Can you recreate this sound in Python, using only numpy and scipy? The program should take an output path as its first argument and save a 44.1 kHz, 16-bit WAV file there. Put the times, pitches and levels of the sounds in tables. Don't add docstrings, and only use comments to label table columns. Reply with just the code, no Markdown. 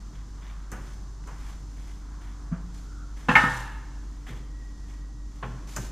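import sys
import numpy as np
from scipy import signal
from scipy.fft import rfft, irfft, next_fast_len
from scipy.io import wavfile
from scipy.ndimage import map_coordinates

SR = 44100
rng = np.random.default_rng(int(sys.argv[2]) if len(sys.argv) > 2 else 0)


def store_pcm(level_fs):
    pcm = np.round(np.clip(level_fs, -1, 1) * 32767).astype(np.int16)
    wavfile.write(sys.argv[1], SR, np.atleast_2d(pcm).T)


N = 260939
TIME = np.arange(N) / SR


def from_db(db):
    return 10 ** (np.asarray(db) / 20)


def rms_one(x):
    return x / np.sqrt(np.mean(x ** 2) + 1e-20)


def at_hz(points, hz):
    point_hz, value = np.transpose(points)
    return np.interp(np.log(hz), np.log(point_hz), value)


# freq_hz, likeness_0_to_1
LIKENESS = [(3500, 1), (4500, .96), (6000, .79), (9000, .66), (13000, .85)]


def noise(spectrum, size=N):
    length = next_fast_len(size, True)
    hz = np.maximum(np.fft.rfftfreq(length, 1 / SR), 1)
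    mid, side = rfft(rng.standard_normal((2, length)))
    alike = np.clip(at_hz(LIKENESS, hz), 0, 1)
    both = np.sqrt(1 + alike) * mid + np.sqrt(1 - alike) * side * [[1], [-1]]
    coloured = both * from_db(at_hz(spectrum, hz))
    return rms_one(irfft(coloured, length)[:, :size])


def drift(turns_per_s):
    knots = rng.standard_normal(1024)
    coarse_s = TIME[::64]
    curve = map_coordinates(knots, [coarse_s * turns_per_s], mode="wrap")
    return rms_one(np.interp(TIME, coarse_s, curve))


def soften(x, cut_hz):
    low_pass = signal.butter(1, min(cut_hz, .45 * SR), fs=SR, output="sos")
    return signal.sosfilt(low_pass, x)


def fade(rise_s, t60_s):
    t = TIME[:SR]
    return (1 - np.exp(-t / rise_s)) * np.exp(-np.log(1000) * t / t60_s)


def burst(spectrum, rise_s, t60_s):
    return noise(spectrum, size=SR) * fade(rise_s, t60_s)


def ringing(modes, scatter_db):
    t = TIME[:SR]
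    out = np.zeros(SR)
    for hz, db, t60_s in modes:
        size, turn = rng.standard_normal(2)
        tone = np.sin(2 * np.pi * (hz * t + turn))
        out += from_db(db + scatter_db * size) * tone * fade(0.00088, t60_s)
    return out


def add(out, start_s, sound):
    start = int(start_s * SR)
    out[:, start:start + sound.shape[-1]] += sound[..., :N - start]


# freq_hz, t60_s
HALL_T60 = [(100, 1), (400, 1), (1000, 0.98), (2000, 1), (4000, 1), (8000, 0.54), (14000, 0.47)]


def hall(x, wet_db, treble_db, build_s):
    echoes = rfft(noise([(20, 0), (20000, 0)], size=SR))
    hz = np.maximum(np.fft.rfftfreq(SR, 1 / SR), 1)
    response = 0
    for centre_hz in 62.5 * 2.0 ** np.arange(9):
        share = np.maximum(1 - np.abs(np.log2(hz / centre_hz)), 0)
        gain = from_db(wet_db + treble_db * (centre_hz > 3000))
        tail = fade(build_s, at_hz(HALL_T60, centre_hz))
        response = response + gain * irfft(echoes * share) * tail / np.linalg.norm(tail)
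    return signal.fftconvolve(x, response, axes=-1)[:, :N]


# freq_hz, density_db_per_hz
AIR = [(20, 0), (32, 8), (75, 2), (130, 0.5), (220, -5.5), (320, -9), (450, -18.5), (650, -22),
       (1050, -18.5), (1700, -26.5), (2400, -34.5), (4000, -29), (6500, -24), (9500, -38.5), (14000, -48.5)]
AIR_DB, AIR_WANDER_DB, AIR_TURNS_PER_S = -47, -0.81, 9.2


def hall_air():
    return from_db(AIR_DB + AIR_WANDER_DB * drift(AIR_TURNS_PER_S)) * noise(AIR)


# freq_hz, density_db_per_hz
FAR_WORK = [(400, -44), (700, -7), (1050, 1.5), (1500, -4), (2100, -14.5), (4000, -49)]
FAR_WORK_DB, FAR_WORK_SWING_DB, FAR_WORK_TURNS_PER_S = -65, 4, 4.78


def far_machines():
    return from_db(FAR_WORK_DB + FAR_WORK_SWING_DB * drift(FAR_WORK_TURNS_PER_S)) * noise(FAR_WORK)


# middle_s, half_length_s, pitch_hz, phase_turns_per_s, level_db
WHINES = [(2.994, 0.094, 1370, 167.6, -54.5), (4.75, 0.38, 1908, 50.04, -63.5)]
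WHINE_FADING_DB, WHINE_FADES_PER_S, WHINE_ROUGH_DB = -1.5, 21, 3


def whines():
    out = np.zeros(N)
    for middle_s, half_s, hz, phase_turns_per_s, db in WHINES:
        tone = np.sin(2 * np.pi * hz * TIME + 1.8 * drift(phase_turns_per_s))
        rough_db = WHINE_ROUGH_DB * drift(2 * phase_turns_per_s)
        fading_db = WHINE_FADING_DB * drift(WHINE_FADES_PER_S)
        bell = np.exp(-.5 * ((TIME - middle_s) / half_s) ** 2)
        out += from_db(db + rough_db + fading_db) * bell * tone
    return out


# freq_hz, rms_db_unscreened, waver_0_to_1, loss_db_fully_screened
MOTOR = [(48.8, -37.5, 0.15, 1), (149.5, -61.5, 0.8, 0), (294, -52, 0.04, 16.5), (410, -71, 1, 17)]
SCREENING_LEFT, STEP_ASIDE_S = 0.37, 1


def motor():
    out = np.zeros(N)
    screened = SCREENING_LEFT + (1 - SCREENING_LEFT) * np.exp(-TIME / STEP_ASIDE_S)
    for hz, db, waver, lost_db in MOTOR:
        swing = 1 + waver * (drift(22) + 1j * drift(11))
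        line = np.real(swing * np.exp(2j * np.pi * hz * TIME))
        out += from_db(db - lost_db * screened) * rms_one(line)
    return out


# start_s, length_s, rub_db, hiss_db
SCUFFS = [(0.128, 0.029, -59.5, -74), (0.41, 0.091, -58, -78), (1.756, 0.02, -68, -75),
          (2.206, 0.054, -59, -66), (2.737, 0.048, -70, -60), (3.161, 0.047, -57.5, -60.5),
          (3.306, 0.27, -57.5, -47), (4.263, 0.041, -49.5, -60), (4.878, 0.035, -61, -66),
          (5.44, 0.051, -59.5, -77), (5.669, 0.18, -69, -51.5)]
# freq_hz, density_db_per_hz
RUB = [(300, -28), (800, -1.5), (1400, -3), (2000, 1), (2700, -9), (3400, -3.5), (4600, -29), (12000, -29)]
# freq_hz, density_db_per_hz
HISS = [(2000, 1.5), (4500, 1.5), (6500, 4), (9000, -2), (13500, -10.5)]
STROKE_ATTACK_S, STROKE_RELEASE_S = 0.0072, 0.088
RUSTLE_DB, RUSTLE_SWING_DB, RUSTLES_PER_S = -74.5, -6, 5.4


def scuffs():
    rub = hiss = from_db(RUSTLE_DB + RUSTLE_SWING_DB * drift(RUSTLES_PER_S))
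    for start_s, length_s, rub_db, hiss_db in SCUFFS:
        attack = np.clip((TIME - start_s) / STROKE_ATTACK_S, 0, 1)
        release = np.exp(-np.maximum(TIME - start_s - length_s, 0) / STROKE_RELEASE_S)
        stroke = attack * release
        rub = np.hypot(rub, from_db(rub_db) * stroke)
        hiss = np.hypot(hiss, from_db(hiss_db) * stroke)
    catching = drift(130)
    rubbing = from_db(1.85 * catching) * rub * noise(RUB)
    hissing = from_db(1.6 * catching) * hiss * noise(HISS)
    return rubbing + hissing


# freq_hz, level_db, rise_s, t60_s
BUMP = [(168, -3.5, 0.031, 0.086), (176.4, -35, 0.01, .9), (237, -17, 0.0061, 0.067),
        (660, -41.5, 0.01, 0.19)]
# freq_hz, density_db_per_hz
KNOCK = [(150, -7.5), (300, -14), (420, -3), (560, -6), (720, -6.5), (900, -2), (1500, 0.5), (2000, -7),
         (2900, -11), (3900, -19.5), (9000, -52)]
BUMP_S = 2.514


def bump():
    out, t = np.zeros((2, N)), TIME[:SR]
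    soft_onset = 1 - np.exp(-t / 0.0062)
    for hz, db, rise_s, t60_s in BUMP:
        tone = -np.sin(2 * np.pi * hz * t)
        add(out, BUMP_S, from_db(db) * tone * fade(rise_s, t60_s) * soft_onset)
    add(out, BUMP_S, from_db(-38.5) * soften(burst(KNOCK, 0.014, 0.34), cut_hz=930))
    return out + hall(out, wet_db=-19.5, treble_db=0, build_s=0.012)


# start_s, body_db, thud_db, tick_db, body_t60_s
KNOCKS = [(0.7161, -38, -40, -41.5, 0.41), (1.2720, -41, -60, -52.5, 0.34), (4.285, -43, -38.5, -57, 0.081),
          (5.4255, -26, -36, -70, 0.13), (5.7624, -26, -34.5, -32.5, 0.11)]
# freq_hz, density_db_per_hz
TICK = [(2000, -28), (4500, -0.5), (6500, 12), (9000, 1.5), (11500, -3.5), (13500, -1.5)]
# freq_hz, density_db_per_hz
THUD = [(50, -18), (85, -15), (122, 8.5), (170, -3.5), (225, -2.5), (300, -11), (410, -10.5), (600, -19.5),
        (1500, -56)]
# start_s, level_db
CLICKS = [(.4667, -41), (.476, -45), (.4986, -41.5), (.5111, -39.5), (1.239, -47)]
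KNOCK_CUT_HZ, KNOCK_RISE_S = 1420, 0.0032
CLICK_RISE_S, CLICK_T60_S = 0.00038, 0.013


def light_knocks():
    out = np.zeros((2, N))
    for start_s, body_db, thud_db, tick_db, t60_s in KNOCKS:
        body = from_db(body_db) * soften(burst(KNOCK, KNOCK_RISE_S, t60_s), KNOCK_CUT_HZ)
        tick = from_db(tick_db) * burst(TICK, 0.00024, 0.088)
        thud = from_db(thud_db) * burst(THUD, 0.0058, 0.62)
        add(out, start_s, body + tick + thud)
    for start_s, db in CLICKS:
        add(out, start_s, from_db(db) * burst(RUB, CLICK_RISE_S, CLICK_T60_S))
    return out + hall(out, wet_db=-7.5, treble_db=1.0, build_s=0.007)


# start_s, strength_db, clatter_db, thud_db, contact_cut_hz, spot_hz
LANDINGS = [(3.2850, -35.5, -11.5, -22.5, 1410, 2620), (3.2945, -34, -27, -43, 2480, 2680),
            (3.3120, -49, -19, -35, 2512, 2664), (3.3539, -17, -15.5, -28, 3440, 2170),
            (3.4360, -28, -27, -30.5, 1110, 1300), (3.4636, -57, -27, -39, 2500, 1800)]
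# freq_hz, level_db, t60_s
STEEL = [(653, -18, .5), (806, -14, .8), (846, -10, .3), (887, -15, .5), (975, -14, .45), (1136, -16, .35),
         (1279, 1, .38), (1386, -13, .5), (1433, -14, .6), (1473, -8, .5), (1550, -10, .58),
         (1605, -14, .7), (1770, -12, .45), (1803, 1.5, .42), (1836, -9, .45), (1892, -9, .5),
         (2157, -1, .22), (2626, -11, .3), (2941, -13, .3), (3620, -23, .3)]
# freq_hz, level_db, t60_s
BENCH = [(122.5, -9.5, 0.9), (158, 3, 0.29), (220.3, 5, 0.089), (264, 1, 0.16), (278, -4, 0.057),
         (334.3, -14.5, 0.38), (499.6, -9.5, 0.54)]
# freq_hz, density_db_per_hz
CRACK = [(400, -24), (1100, -2), (2000, 14), (2500, -2.5), (3000, -2), (5000, -22), (9000, -55),
         (14000, -57)]
# freq_hz, density_db_per_hz
CLATTER = [(200, -6), (450, -11), (720, -8.5), (850, 3), (1300, 0), (1800, 4), (2100, -13.5), (2700, -10),
           (3600, -14), (4300, -19.5), (6500, -20), (9000, -23.5), (14000, -42)]
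SPOT_DB, SPOT_T60_S = 5, 0.14
CRACK_DB, CRACK_T60_S = 1.5, .045
CLATTER_T60_S, CLATTER_DOUBLING_DB = 0.65, 17


def heavy_piece():
    rings, clatter = np.zeros((2, N)), np.zeros((2, N))
    for start_s, db, clatter_db, thud_db, cut_hz, spot_hz in LANDINGS:
        steel = from_db(db) * soften(ringing(STEEL, scatter_db=0.0), cut_hz)
        bench = from_db(thud_db) * ringing(BENCH, scatter_db=-0.8)
        spot_spectrum = [(spot_hz / 2, -50), (spot_hz / 1.1, -14), (spot_hz, 0),
                         (spot_hz * 1.1, -14), (spot_hz * 2, -50)]
        spot = from_db(db + SPOT_DB) * burst(spot_spectrum, 0.000211, SPOT_T60_S)
        crack = from_db(db + CRACK_DB) * burst(CRACK, 0.0002, CRACK_T60_S)
        add(rings, start_s, steel + bench + spot + crack)
        t60_s = CLATTER_T60_S * 2 ** (db / CLATTER_DOUBLING_DB)
        rattle = soften(burst(CLATTER, 0.0024, t60_s), cut_hz)
        add(clatter, start_s, from_db(clatter_db) * rattle)
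    to_hall = clatter + from_db(-15) * rings
    return rings + clatter + hall(to_hall, wet_db=-5.5, treble_db=2.5, build_s=0.0023)


def scene():
    machinery = hall_air() + far_machines() + whines() + motor()
    return machinery + scuffs() + bump() + light_knocks() + heavy_piece()


CUTOFF_HZ = 14450


def record(dry):
    ease_in = np.minimum(TIME / .004, 1)
    rounded = 1.339 * np.tanh(ease_in * dry / 1.252)
    top_cut = signal.ellip(12, .1, 90, CUTOFF_HZ, fs=SR, output="sos")
    return signal.sosfilt(top_cut, rounded)


dry = scene()
out = record(dry)
store_pcm(out)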